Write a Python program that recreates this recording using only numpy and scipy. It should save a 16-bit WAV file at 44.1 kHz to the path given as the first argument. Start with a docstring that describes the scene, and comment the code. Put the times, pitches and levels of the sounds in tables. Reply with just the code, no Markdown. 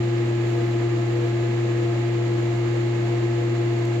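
"""A small tiled bathroom, heard in stereo on a phone within the room. From the start an extractor fan runs
steadily: its motor hums at twice the mains rate, whines and buzzes, the buzz swelling once per shaft turn,
and ten blades sing a fluttering tone over rushing air that rings the low resonances of duct and room.
From 0.45 s to 1.3 s roots lifted from the floor drain rustle very faintly; near 3.8 s come three tiny
ticks. The fan runs on to the end."""
import sys
import numpy as np
from scipy import signal
from scipy.fft import rfft, irfft
from scipy.io import wavfile

SR = 44100
rng = np.random.default_rng(int(sys.argv[2]) if len(sys.argv) > 2 else 0)


def materialize(psi):
    """Save the field psi as 16-bit PCM at rate SR to the path in sys.argv[1].

    A 1-D psi becomes a single channel; in a 2-D psi each row is a channel.
    """
    bounded = np.clip(np.atleast_2d(psi).T, -1, 1)
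    quanta = np.round(bounded * 32767).astype(np.int16)
    wavfile.write(sys.argv[1], SR, quanta)


N = 176400
HUM_HZ, SHAFT_HZ, BLADES = 120.03, 34.62, 10


def undb(db):
    """Decibels to gain."""
    return 10 ** (np.asarray(db) / 20)


def unit(x):
    """Scale each channel to rms 1."""
    return x / np.std(x, axis=-1, keepdims=True)


def colour(x, table):
    """Shape a flat sound of rms 1 to a spectrum at the left and at the right microphone."""
    hz, left, right = np.array(table, float).T
    log_f = np.log(np.maximum(np.fft.rfftfreq(N, 1 / SR), 1))
    gain = undb([np.interp(log_f, np.log(hz), db) for db in (left, right)])
    return irfft(rfft(x) * gain, N) * np.sqrt(SR / 2)


def wander(rate_hz):
    """Smooth random drift of rms 1 that changes up to about rate_hz times a second."""
    f = np.fft.rfftfreq(N, 1 / SR)
    return unit(irfft(rfft(rng.standard_normal(N)) * (f > 0) / (1 + (f / rate_hz) ** 4), N))


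def tile_reverb(x, t60_s=0.54):
    """The diffuse ring of the tiled room, different at each microphone."""
    tail = rng.standard_normal((2, N)) * undb(-60 * np.arange(N) / SR / t60_s)
    return signal.fftconvolve(x[None], unit(tail) / np.sqrt(N), axes=1)[:, :len(x)]


def room_noise(alike_below_hz=487):
    """Flat noise, alike at both microphones in the bass and unrelated in the treble."""
    shared, own = rfft(rng.standard_normal(N)), rfft(rng.standard_normal((2, N)))
    alike = 1 / (1 + (np.fft.rfftfreq(N, 1 / SR) / alike_below_hz) ** 3)
    return irfft(np.sqrt(alike) * shared + np.sqrt(1 - alike) * own, N)


# Motor hum at the microphones: multiple of the hum rate, left level/dB, right level/dB
HUM_HARMONICS = [(1, -24.1, -24.1), (2, -47, -44.5), (3, -53, -48), (4, -50, -54), (5, -52, -59),
                 (6, -56, -56), (7, -48, -50), (8, -61, -61), (9, -55.5, -58), (10, -60, -70),
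                 (11, -58.5, -58), (13, -62, -57), (14, -64, -53), (17, -72, -50), (18, -59, -54.5),
                 (19, -65, -59), (20, -71, -56.5), (23, -72, -57)]

def motor_hum(t, apart_hz=1460):
    """Clean mains harmonics; the higher ones reach the two microphones out of step."""
    out = 0
    for harmonic, left, right in HUM_HARMONICS:
        phase, offset = rng.uniform(-np.pi, np.pi, 2)
        hz = harmonic * HUM_HZ
        left_lead = offset * min((hz / apart_hz) ** 2, 1) * np.array([[1], [0]])
        tone = np.sin(2 * np.pi * hz * t + phase + left_lead)
        out = out + undb([[left], [right]]) * np.sqrt(2) * tone
    return out


# Hum harmonics shifted by the shaft rate: f/Hz, left level/dB, right level/dB
WHINE_TONES = [(1115, -65, -59), (1235, -60, -66), (1355, -60, -73), (1595, -67, -63), (1955, -74, -58),
               (2075, -78, -64), (2195, -66, -56.5), (2246, -63, -60), (2315, -61.5, -58.5),
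               (2366, -62, -70), (2486, -62, -64), (2556, -69, -57), (2606, -63, -65), (2676, -64, -64),
               (2726, -75, -61), (2795, -75, -62), (2846, -66, -63), (2916, -66, -61), (2966, -74, -59),
               (3086, -67, -72), (3276, -66, -70), (3876, -70, -64)]

def motor_whine(t):
    """Thin steady tones where the turning rotor beats with the hum."""
    out = 0
    for hz, left, right in WHINE_TONES:
        tone = np.sin(2 * np.pi * (hz * t + rng.random((2, 1))))
        out = out + undb([[left], [right]]) * np.sqrt(2) * tone
    return out


# Motor buzz as it comes off the tiles: f/Hz, left level/dB per Hz, right level/dB per Hz
BUZZ_SPECTRUM = [(900, -91, -92), (1700, -88, -81), (2400, -87.5, -82.5), (2800, -86.5, -84.5),
                 (3130, -88, -86.5), (4420, -90.5, -84.5), (5640, -96, -99.5), (6740, -100, -85.5),
                 (7800, -104, -94.5), (8400, -122, -118), (15000, -135, -130)]

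def motor_buzz(swell_depth=2.5):
    """A sharp pulse each hum cycle, its size swinging with every shaft turn, smeared by the room."""
    t = np.arange(-N, N) / SR  # begins early, so the room already rings at 0 s
    cycle = (t * HUM_HZ) % 1 - .5
    swell = np.exp(swell_depth * np.cos(2 * np.pi * SHAFT_HZ * t))
    pulses = np.sinc(cycle * SR / HUM_HZ) * (swell - swell.mean())
    return colour(unit(tile_reverb(pulses)[:, N:]), BUZZ_SPECTRUM)


# Fan tones at the microphones, a row each for shaft rate, blade rate and twice the blade rate:
# left level/dB, right level/dB, flutter depth/0-1, flutter rate/Hz, left lead/rad
FAN_TONES = [(-49.5, -52.5, .15, 8, 0.041), (-25, -28.5, 0.11, 22, 0.95), (-43.5, -51, 0.58, 7, 0.24)]
# Swell added to the tone at twice the blade rate: t/s, level/dB
OVERTONE_SWELL = [(0, -7), (.45, -8), (.55, 2), (1, -1), (1.45, 3), (2.4, .5), (3.2, -1), (4, 0)]

def fan_blades(t, speed_spread=0.00066, drift_hz=1.95):
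    """Shaft and blade tones, fluttering in the uneven inflow; the overtone swells and fades."""
    shaft_hz = SHAFT_HZ * (1 + speed_spread * wander(drift_hz))
    shaft_angle = 2 * np.pi * np.cumsum(shaft_hz) / SR
    out = 0
    for order, (left, right, flutter, flutter_hz, lead) in zip((1, BLADES, 2 * BLADES), FAN_TONES):
        inflow = wander(flutter_hz) + 1j * wander(flutter_hz)  # moves both level and phase
        load = (1 + flutter * inflow) / np.sqrt(1 + 2 * flutter ** 2)
        if order > BLADES:
            load = load * undb(np.interp(t, *np.array(OVERTONE_SWELL).T))
        tone = load * np.exp(1j * (order * shaft_angle + np.array([[lead], [0]])))
        out = out + undb([[left], [right]]) * np.sqrt(2) * tone.real
    return out


# Air from the grille, heard in the room: f/Hz, left level/dB per Hz, right level/dB per Hz
AIR_SPECTRUM = [(20, -88.5, -85), (50, -72, -72.5), (69, -75, -77), (91.5, -66, -66), (147, -69, -72),
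                (241, -59, -63), (270, -65, -69.5), (366, -60, -59.5), (413, -62, -68.5),
                (513, -63.5, -67.5), (665, -66, -70.5), (800, -71.5, -71), (900, -71, -71.5),
                (1090, -75, -74), (1270, -70.5, -70.5), (1420, -77, -77), (1700, -79, -69),
                (2160, -78, -71.5), (2330, -79.5, -75.5), (3180, -82, -78.5), (4300, -84.5, -82.5),
                (5600, -89.5, -91.5), (6200, -91.5, -88), (7030, -97.5, -81), (7790, -101, -91),
                (8600, -112, -108), (10100, -103, -104), (12100, -102, -103), (13000, -116, -108),
                (15500, -122, -112)]
# Resonances of duct and room: f/Hz, width/Hz, left peak/dB per Hz, right peak/dB per Hz
DUCT_AND_ROOM_MODES = [(51.4, 5.4, -62, -67.5), (210, 9.7, -62, -64), (223.2, 9.4, -65, -58.5),
                       (310, 11, -60, -56), (326.7, 9.8, -53, -52), (478.2, 13.4, -49.5, -58),
                       (687.4, 17, -61.5, -62.5), (1019, 12, -77, -65.5), (1040, 12, -67.5, -78),
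                       (1202, 16, -67.5, -75)]

def air_rush(waver_db=0.44, waver_hz=16):
    """Turbulence hisses through the grille and rings the duct and room."""
    f = np.fft.rfftfreq(N, 1 / SR)
    response = sum(undb([[left], [right]]) / (1 + (2 * (f - hz) / width) ** 2)
                   for hz, width, left, right in DUCT_AND_ROOM_MODES)
    ringing = irfft(rfft(room_noise()) * response, N) * np.sqrt(SR / 2)
    hiss = colour(room_noise(), AIR_SPECTRUM)
    return (hiss + ringing) * undb(waver_db * wander(waver_hz))


# Rustles down at the floor drain: t/s, length/s, level/dB relative to their spectrum
RUSTLE_EVENTS = [(.45, .11, -1), (.58, .13, -5), (1.08, .07, -5), (1.17, .12, -6)]
# A rustle at the microphones: f/Hz, left level/dB per Hz, right level/dB per Hz
RUSTLE_SPECTRUM = [(4970, -100, -100), (8800, -112, -110), (11000, -106, -103), (15000, -112, -103)]

def root_rustles(t, attack_s=.008, release_s=.025, grain_db=2, catch_db=1.5):
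    """Short scrapes that catch and slip, likely the clump of roots being lifted from the drain."""
    envelope = 0
    for start, length, db in RUSTLE_EVENTS:
        rise = np.clip((t - start) / attack_s, 0, 1)
        fall = np.exp(-np.maximum(t - start - length, 0) / release_s)
        envelope = envelope + undb(db) * rise * fall
    grip = undb(grain_db * wander(200) + catch_db * wander(30))
    scrape = unit(rng.standard_normal((2, N)) * grip)
    return colour(envelope * scrape, RUSTLE_SPECTRUM)


# Ticks from the lifted roots: t/s, peak level/dB above their spectrum
TICK_EVENTS = [(3.7892, 8), (3.8524, 12), (3.856, 10)]
# A tick at the microphones: f/Hz, left level/dB per Hz, right level/dB per Hz
TICK_SPECTRUM = [(1000, -96, -97), (4500, -88, -89), (7070, -93, -82), (8800, -106, -103),
                 (12000, -103, -100), (15500, -110, -106)]

def root_ticks(t, decay_s=0.00074, room_db=-7):
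    """Tiny dry ticks, mostly direct sound, with a trace of the tiles behind them."""
    envelope = sum(undb(db) * (t >= start) * np.exp(-np.abs(t - start) / decay_s)
                   for start, db in TICK_EVENTS)
    direct = envelope * rng.standard_normal(N)
    return colour(direct + undb(room_db) * tile_reverb(direct), TICK_SPECTRUM)


def scene():
    """The fan fills the bathroom throughout; under it the roots rustle and later tick."""
    t = np.arange(N) / SR
    fan = motor_hum(t) + motor_whine(t) + motor_buzz() + fan_blades(t) + air_rush()
    return fan + root_rustles(t) + root_ticks(t)


def record(dry):
    """The phone fades in quickly and cuts the top of the treble."""
    fade_s, top_hz = .004, 15700
    fade_in = np.sin(np.pi / 2 * np.minimum(np.arange(N) / SR / fade_s, 1)) ** 2
    lowpass = signal.ellip(10, .1, 80, top_hz, fs=SR, output="sos")
    return signal.sosfilt(lowpass, dry * fade_in)


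dry = scene()
out = record(dry)
materialize(out)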